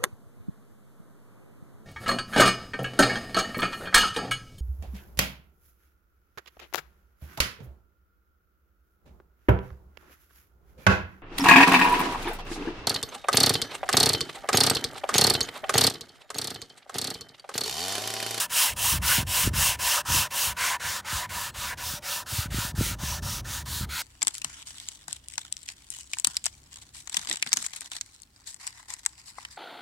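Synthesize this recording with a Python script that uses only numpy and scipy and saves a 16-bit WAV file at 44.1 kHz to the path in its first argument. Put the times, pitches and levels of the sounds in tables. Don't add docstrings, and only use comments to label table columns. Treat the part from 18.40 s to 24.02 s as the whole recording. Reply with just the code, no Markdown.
import sys
import numpy as np
from scipy import signal
from scipy.fft import rfft, irfft, next_fast_len
from scipy.io import wavfile
from scipy.ndimage import uniform_filter1d, map_coordinates

SR = 44100
rng = np.random.default_rng(int(sys.argv[2]) if len(sys.argv) > 2 else 0)


def log_audio(samples):
    frames = np.atleast_2d(samples).T
    limited = np.clip(frames, -1, 1)
    pcm = np.round(limited * 32767).astype(np.int16)
    wavfile.write(sys.argv[1], SR, pcm)


def voltage_ratio(level):
    return 10 ** (np.asarray(level, float) / 20)


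N = 247837

# (start [s], end [s], rasp at full speed [dB],
# sharpness of the speed peak [exponent], grip: how hard the box is driven [dB])
STROKES = [(-0.137, 0.066, -26, 1.7, -5.5), (0.093, 0.338, -24.5, 2.22, -1.5), (0.36, 0.586, -27, 1.4, 0.3),
           (0.614, 0.837, -25.5, 1.9, -0.6), (0.864, 1.097, -27, 1.48, -0.1),
           (1.129, 1.36, -25, 1.84, -2.5), (1.387, 1.618, -27, 1.22, -1.8), (1.647, 1.878, -25, 2.32, -0.7),
           (1.903, 2.133, -29.5, 1.47, 1.1), (2.163, 2.369, -31, 1.4, 3), (2.395, 2.61, -33.5, 1.25, 1.9),
           (2.643, 2.863, -33.5, 1.75, 2.2), (2.889, 3.108, -36.5, 1.04, 2.5),
           (3.138, 3.344, -36, 1.4, 1.6), (3.37, 3.592, -37, 1.23, 2.4), (3.619, 3.836, -34.5, 1.8, 0.8),
           (3.857, 4.073, -34, 1.68, -2), (4.101, 4.319, -34.5, 1.36, 0.6),
           (4.348, 4.553, -34.5, 1.62, -2.2), (4.583, 4.799, -37, 1.34, 2.5),
           (4.819, 5.011, -37.5, 0.95, -0.8), (5.041, 5.231, -38, 1.48, 0.9), (5.253, 5.454, -37.5, 1, -2),
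           (5.487, 5.673, -37.5, 1.35, 3)]
# (time [s], turned away [0-1], shade: block hidden by the box [0-1],
# work area towards the edge [0-1], box opening facing the microphone [dB])
VIEW = [(0, 0.1, 0.38, 0.15, 9), (0.45, 0.02, 0, 0.15, 1.5), (0.8, 0.33, 0.1, 0.22, 2),
        (1.2, 0.13, 0.22, 0.15, 2), (1.5, 0.3, 0.52, 0.13, 6.5), (1.75, 0.32, 0.38, 0.2, -1),
        (2.0, 0.3, 0, 0.3, 7), (2.25, 0.45, 0.67, 0.17, -1), (2.55, 0.97, 0.85, 0.33, 2.2),
        (2.95, 0.7, 0.42, 0.37, 0.3), (3.25, 0.87, 0.63, 0.26, 1.5), (3.55, 1, 0, 0.36, 7),
        (3.85, 0.9, 0.16, 0.47, 2.5), (4.1, 0.88, 0.5, 0.54, 9), (4.45, 0.93, 0.26, 0.6, -1),
        (4.85, 0.94, 0.37, 0.5, 8), (5.3, 1, 0.22, 0.36, -8), (5.62, 1, 0.02, 0.77, -6)]
# (frequency [Hz], density [dB per Hz])
RASP_FRONT = [(2350, -17), (4000, 1), (4590, -0.5), (5270, 2), (7160, 1.5), (9500, -0.5), (12400, -13.5),
              (20900, -120)]
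RASP_ASIDE = [(2600, -24.5), (3900, -3.5), (4700, -1), (5400, -3), (6000, -3.5), (7100, -3), (9500, -9.5),
              (12400, -32), (20000, -120)]
# (frequency [Hz], density [dB per Hz])
FIZZ = [(5290, -24), (9000, -4.5), (10700, 1), (11600, -2), (14800, 3.5), (15300, -0.5), (15800, 5)]
# (time [s], centre [Hz], boost [dB])
GLINT = [(0, 5200, 2), (1.9, 5560, 2.5), (2.3, 6400, 3), (3.2, 5040, -2), (3.6, 5570, 7), (4.1, 5340, -0.5),
         (4.45, 6000, 1.5), (4.7, 5960, 7.5), (4.92, 5660, 7.5), (5.15, 6400, 4.5), (5.24, 6600, 4),
         (5.26, 4030, 4), (5.62, 4180, 6.5)]
# (frequency [Hz], width [Hz], level [dB])
PLY_FRONT = [(2130, 1600, -10.5), (2715, 300, 10), (3175, 530, 7.5), (3950, 810, -0.5)]
PLY_ASIDE = [(2196, 890, 17.35), (2790, 1770, 21.2), (3655, 870, 23.4)]
# (frequency [Hz], width [Hz], level [dB])
MID_PANEL = [(833, 79, -12), (965.5, 44.4, 6), (1060, 190, -2), (1337, 254, -2.5), (1528, 326, 1.5),
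             (1820, 17, -10.5), (2059, 486, 0)]
EDGE_PANEL = [(790, 9.7, -12), (1026, 60, -6.5), (1224, 137, -1), (1484, 252, 4), (1776, 140, 2),
              (2044, 570, 1.5)]
# (frequency [Hz], width [Hz], level [dB])
HOLLOW = [(560, 58, 0), (605, 23.3, 4), (751, 47, -1.5)]
# (time [s], buffet level [dB])
BREEZE = [(0, -74), (0.1, -63), (0.25, -63), (0.45, -42), (0.9, -44.5), (1.2, -40.5), (1.55, -56),
          (2.4, -58), (3.35, -47), (3.7, -57), (3.85, -58), (4.3, -41.5), (4.6, -41.5), (4.9, -39),
          (5.25, -39), (5.5, -38), (5.6, -56)]
# (start [s], hold [s], buffet level [dB], flutter against buffet [dB])
GUSTS = [(0.294, 0.06, -43, -10), (0.525, 0.12, -30, -13.5), (0.69, 0.015, -40, -20),
         (0.778, 0.024, -31.5, -3), (0.844, 0.055, -34, -25), (1.036, 0.079, -26, -13),
         (1.158, 0.06, -30, -14), (1.28, 0.015, -40, -22), (1.347, 0.04, -42, -26),
         (1.417, 0.047, -45, -12), (1.573, 0.017, -54, -16), (1.684, 0.12, -33.5, -7),
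         (2.063, 0.063, -41, -13), (2.2, 0.03, -50, -13), (2.444, 0.054, -43.5, -21),
         (2.737, 0.027, -34.5, -20), (2.886, 0.019, -41, -19), (2.952, 0.016, -38.5, -14),
         (3.174, 0.01, -40, -25), (3.257, 0.015, -51, -14), (3.42, 0.1, -44, -10),
         (3.923, 0.02, -35.5, -13), (3.983, 0.009, -28, -25), (4.076, 0.11, -32, -16),
         (4.25, 0.015, -46, -14), (4.375, 0.039, -26.5, -8.5), (4.456, 0.08, -35.5, -8.5),
         (4.62, 0.12, -34.5, -24), (4.821, 0.043, -35, -28), (5.404, 0.035, -30, -18)]
# (frequency [Hz], density [dB per Hz])
BUFFET = [(15, -70), (30, -15), (50, 5), (75, 7.5), (125, -1), (170, -7), (260, -27), (400, -70)]
# (frequency [Hz], density [dB per Hz])
FLUTTER = [(90, -58), (150, -17), (200, 4.5), (300, -2), (450, -10.5), (700, -10.5), (1200, -74)]
# (time [s], peak [dB], snap: starting pitch excess [times the pitch])
POPS = [(0.538, -17.5, 0.44), (0.782, -16.5, 1.3), (0.827, -24, 1.5), (1.073, -14.5, 2.54),
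        (1.135, -20.5, 0.78), (1.286, -32, 0.78), (1.699, -22, 0.64), (2.068, -38, 0.72),
        (2.727, -26.5, 0.76), (3.172, -44, 1.2), (3.536, -29, 0.97), (3.923, -34.5, 1.4),
        (3.985, -27, 0.83), (4.056, -23, 0.76), (4.143, -18.5, 1.24), (4.183, -19, 1.26),
        (4.248, -23.5, 0.81), (4.34, -22, 0.67), (4.375, -30, 2), (4.386, -14.5, 0.38), (4.408, -14.5, 2.6),
        (4.512, -25, 0.89), (4.634, -21.5, 1.2), (4.822, -30.5, 1.56), (5.409, -21, 0.77)]
# (frequency [Hz], density [dB per Hz])
AIR = [(40, -5), (150, 2.5), (500, -11), (1000, -6), (2000, -30), (5000, -33.5), (12000, -34), (15800, -45)]
# (time [s], peak [dB])
SNAGS = [
    (0.3355, -19),
    (0.828, -26),
    (3.132, -50),
]
# (time [s], from [Hz], to [Hz], side level [dB])
SPLITS = [
    (0.68, 5160, 6370, -33),
    (0.68, 9600, 11200, -35),
    (1.005, 11000, 15800, -32),
    (1.427, 7600, 9900, -38),
    (2.027, 4200, 5130, -34),
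    (2.027, 14400, 15800, -41),
]
# (frequency [Hz], peak [dB], decay by 60 dB [s])
BOWL = [(4215, -63, .4), (7790, -62, .3)]

PANEL_DB = (-3.5, 0, 0, -2)
HOLLOW_DB = (-17, -18.5, -17.5, -8.5)
PLY_DB = (-2.5, -4, -4.5, -2.5)
GRAIN_DB, GRAIN_PLACE = 0.46, 0.17


def unit(x):
    return x / np.sqrt(np.mean(x ** 2) + 1e-20)


def curves(rows):
    s, *cols = np.transpose(rows)
    return [np.interp(np.arange(N) / SR, s, c) for c in cols]


def wobble(rate):
    knots = rng.standard_normal(int(N * rate / SR) + 4)
    return map_coordinates(knots, [np.arange(N) * rate / SR])


def filtered(x, response):
    m = next_fast_len(N + 8192)
    return irfft(rfft(x, m) * response(np.fft.rfftfreq(m, 1 / SR)), m)[:N]


def coloured(x, spectrum):
    f, db = np.transpose(spectrum)

    def response(hz):
        return voltage_ratio(np.interp(np.log(hz + 1), np.log(f), db, left=-120, right=-120))
    return unit(filtered(x, response))


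def ringing(x, modes):
    def response(f):
        total = 0
        for k, (centre, width, db) in enumerate(modes):
            mode = 1j * f * width / (centre * centre - f * f + 1j * f * width)
            total = total + (-1) ** k * voltage_ratio(db) * mode
        return total
    return unit(filtered(x, response))


def two_views(drive, share, first, second):
    fade_out = np.sqrt(1 - share) * ringing(drive, first)
    fade_in = np.sqrt(share) * ringing(drive, second)
    return np.std(drive) * (fade_out + fade_in)


def patchy(x, depth_db):
    z = signal.stft(x, nperseg=512)[2]
    field = uniform_filter1d(rng.standard_normal(z.shape), size=7, axis=0)
    field = uniform_filter1d(field, size=8, axis=1)
    return signal.istft(z * voltage_ratio(depth_db * unit(field)), nperseg=512)[1][:N]


def grit(scatter_db):
    size_db = scatter_db * np.clip(rng.standard_normal(N), -2, 2)
    return unit(rng.standard_normal(N) * voltage_ratio(size_db))


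def motion(steep):
    t, out = np.arange(N) / SR, np.zeros((2, N))
    for k, (start, end, db, sharp, _) in enumerate(STROKES):
        push = k % 2
        skew = (1.22, 0.96)[push] + (-0.032, 0.035)[push] * start
        fizz_db = (-0.2, -0.9)[push]
        span = slice(max(round((start - .03) * SR), 0), round((end + .02) * SR))
        since = t[span] - start - .003
        progress = np.clip((t[span] - start) / (end - start), 0, 1)
        speed = np.sin(np.pi * (0.069 + 0.86 * progress ** skew))
        loose = 1 / (1 + np.exp(-since / .0015))
        creep = voltage_ratio(-13.0 - 5.5 * (1.0 - push)) * np.clip(1 + since / 0.052, 0, 1)
        stop = 1 / (1 + np.exp((t[span] - end) / 0.0017))
        stroke = np.abs(speed) ** (steep * sharp) * np.maximum(loose, creep) * stop
        out[:, span] += stroke * voltage_ratio([[db], [db + fizz_db]])
    return out


def travel():
    start = np.transpose(STROKES)[0]
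    turn_s = np.append(start, STROKES[-1][1])
    turns = np.interp(np.arange(N) / SR, turn_s, np.arange(len(start) + 1))
    return (1 - np.cos(np.pi * turns)) / 2


def box_level(levels, away, far):
    near_front, far_front, near_aside, far_aside = levels
    front = near_front + (far_front - near_front) * far
    aside = near_aside + (far_aside - near_aside) * far
    return (1 - away) * front + away * aside


def glint(x, width):
    hz, t, z = signal.stft(x, SR, nperseg=512)
    s, centre_hz, db = np.transpose(GLINT)
    octaves = np.log2((hz[:, None] + 1) / np.interp(t, s, centre_hz))
    boost_db = np.interp(t, s, db) * np.exp(-(octaves / width) ** 2)
    return signal.istft(z * voltage_ratio(boost_db), nperseg=512)[1][:N]


def rasp_and_fizz(press, away, shade):
    grains = patchy(grit(scatter_db=1.5), depth_db=0.9) * press
    tearing = (1 - away) * coloured(grains, RASP_FRONT) + away * coloured(grains, RASP_ASIDE)
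    rasp = motion(steep=0.89)[0] * unit(glint(tearing, width=0.17))
    fizz = motion(steep=1.02)[1] * voltage_ratio(-8 * shade) * coloured(grains, FIZZ)
    return rasp + fizz


def top_ply(press, away, shade, far, grip_db):
    ply_db = box_level(PLY_DB, away, far) + 0.2 * grip_db - 2 * shade + GRAIN_DB * wobble(12)
    shallow = patchy(grit(scatter_db=6.5), depth_db=0.77) * press
    drive = motion(steep=0.76)[0] * voltage_ratio(ply_db) * shallow
    return voltage_ratio(-0.53) * two_views(drive, away, PLY_FRONT, PLY_ASIDE)


def free_span(drive, far):
    total = 0
    for spot in np.linspace(0, 1, num=9):
        share = np.clip(1 - 8 * np.abs(far - spot), 0, 1)
        pitch_hz = np.interp(spot, [0, 1], (618, 1470))
        total = total + np.sqrt(share) * ringing(drive, [(pitch_hz, 95, 0)])
    return np.std(drive) * total


def box_body(press, view, far, grip_db):
    away, shade, area, opening_db = view
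    panel_db = box_level(PANEL_DB, away, far) + grip_db + 3 * shade + GRAIN_DB * wobble(7)
    hollow_db = box_level(HOLLOW_DB, away, far) + opening_db + 2 * GRAIN_DB * wobble(14)
    place = area + far * (0.2 + (0.27 - 0.2) * away) + GRAIN_PLACE * wobble(8)
    drive = motion(steep=0.36)[0] * voltage_ratio(panel_db) * patchy(grit(scatter_db=0), depth_db=2.22) * press
    panel = two_views(drive, np.clip(place, 0, 1), MID_PANEL, EDGE_PANEL)
    air_drive = drive * voltage_ratio(hollow_db)
    hollow = np.std(air_drive) * ringing(air_drive, HOLLOW)
    span_drive = motion(steep=0.7)[0] * voltage_ratio(panel_db) * grit(scatter_db=1.5)
    span_db = -10.5 + (-18.5 + 10.5) * away
    return voltage_ratio(0.5) * panel + voltage_ratio(-8.0) * hollow + voltage_ratio(span_db) * free_span(span_drive, far)


def sanding():
    *shares, opening_db = curves(VIEW)
    away, shade, area = np.clip(shares, 0, 1)
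    far = travel()
    grip_db, = curves([((start + end) / 2, grip) for start, end, *_, grip in STROKES])
    press = voltage_ratio(0.23 * wobble(30) + 0.25 * wobble(120))
    direct = rasp_and_fizz(press, away, shade)
    ply = top_ply(press, away, shade, far, grip_db)
    return direct + ply + box_body(press, (away, shade, area, opening_db), far, grip_db)


def gusts():
    t, breeze = np.arange(N) / SR, voltage_ratio(curves(BREEZE)[0])
    power = np.array([breeze, breeze * voltage_ratio(-11.5)]) ** 2
    for s, hold, db, flutter_db in GUSTS:
        span = slice(round((s - .1) * SR), round((s + .5) * SR))
        rise = 1 / (1 + np.exp((s - t[span]) / (0.0064 / 2)))
        fall = voltage_ratio(-448 * np.clip(t[span] - s - hold, 0, None))
        power[:, span] += (rise * fall * voltage_ratio([[db], [db + flutter_db]])) ** 2
    return np.sqrt(power)


def steady(x, s):
    return x / np.sqrt(np.abs(uniform_filter1d(x ** 2, size=round(s * SR))) + 0.024)


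def pops():
    x, t = np.zeros(N), np.arange(SR // 20) / SR
    for s, db, snap in POPS:
        turns = 123.8 * (0.77 * t + snap * 0.0054 * (1 - np.exp(-t / 0.0031)))
        rise = 1 - np.exp(-(t / .0025) ** 2)
        x[round(s * SR):][:len(t)] += voltage_ratio(db + 3.0 - 60 * t / 0.048) * rise * np.sin(2 * np.pi * turns)
    return x


def wind():
    buffet, flutter = gusts()
    lumps = 1.5 * np.clip(wobble(30), -2, 1.3)
    low = steady(coloured(rng.standard_normal(N), BUFFET), 0.0405)
    quick = steady(coloured(rng.standard_normal(N), FLUTTER), 0.018)
    quick_lumps = 1.3 * lumps + 1.7 * np.clip(wobble(45), -2, 1.4)
    pressure = buffet * voltage_ratio(1.56) * unit(voltage_ratio(lumps) * low)
    turbulence = flutter * voltage_ratio(-4.5) * unit(voltage_ratio(quick_lumps) * quick)
    return pressure + turbulence + pops()


def outdoor_air():
    return voltage_ratio(-55) * coloured(rng.standard_normal(N), AIR)


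def snags():
    x, t = np.zeros(N), np.arange(200) / SR
    for s, db in SNAGS:
        x[round(s * SR):][:200] += voltage_ratio(db - 60 * t / 0.0015) * rng.standard_normal(200)
    return filtered(x, lambda hz: (1j * hz / (3500 + 1j * hz)) ** 2)


def splits():
    t, x = np.arange(N) / SR, np.zeros(N)
    for s, lo_hz, hi_hz, db in SPLITS:
        swell = np.cos(np.pi * np.clip((t - s) / 0.032, -.5, .5))
        band = filtered(rng.standard_normal(N), lambda hz: (hz > lo_hz) & (hz < hi_hz))
        x += voltage_ratio(db) * swell * unit(band)
    return x


def bowl():
    t = np.clip(np.arange(N) / SR - 3.105, 0, None)
    return sum(voltage_ratio(db - 60 * t / t60) * np.sin(2 * np.pi * hz * t) for hz, db, t60 in BOWL)


def scene():
    return np.tile(sanding() + wind() + outdoor_air() + snags() + bowl(), (2, 1))


def low_pass(x):
    return signal.sosfilt(signal.butter(12, 15960, fs=SR, output="sos"), x)


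def record(dry):
    mic = filtered(dry[0], lambda hz: (hz < 15840) * (1j * hz / (36 + 1j * hz)) ** 2)
    return low_pass(mic + splits() * [[1], [-1]])


dry = scene()
out = record(dry)
log_audio(out)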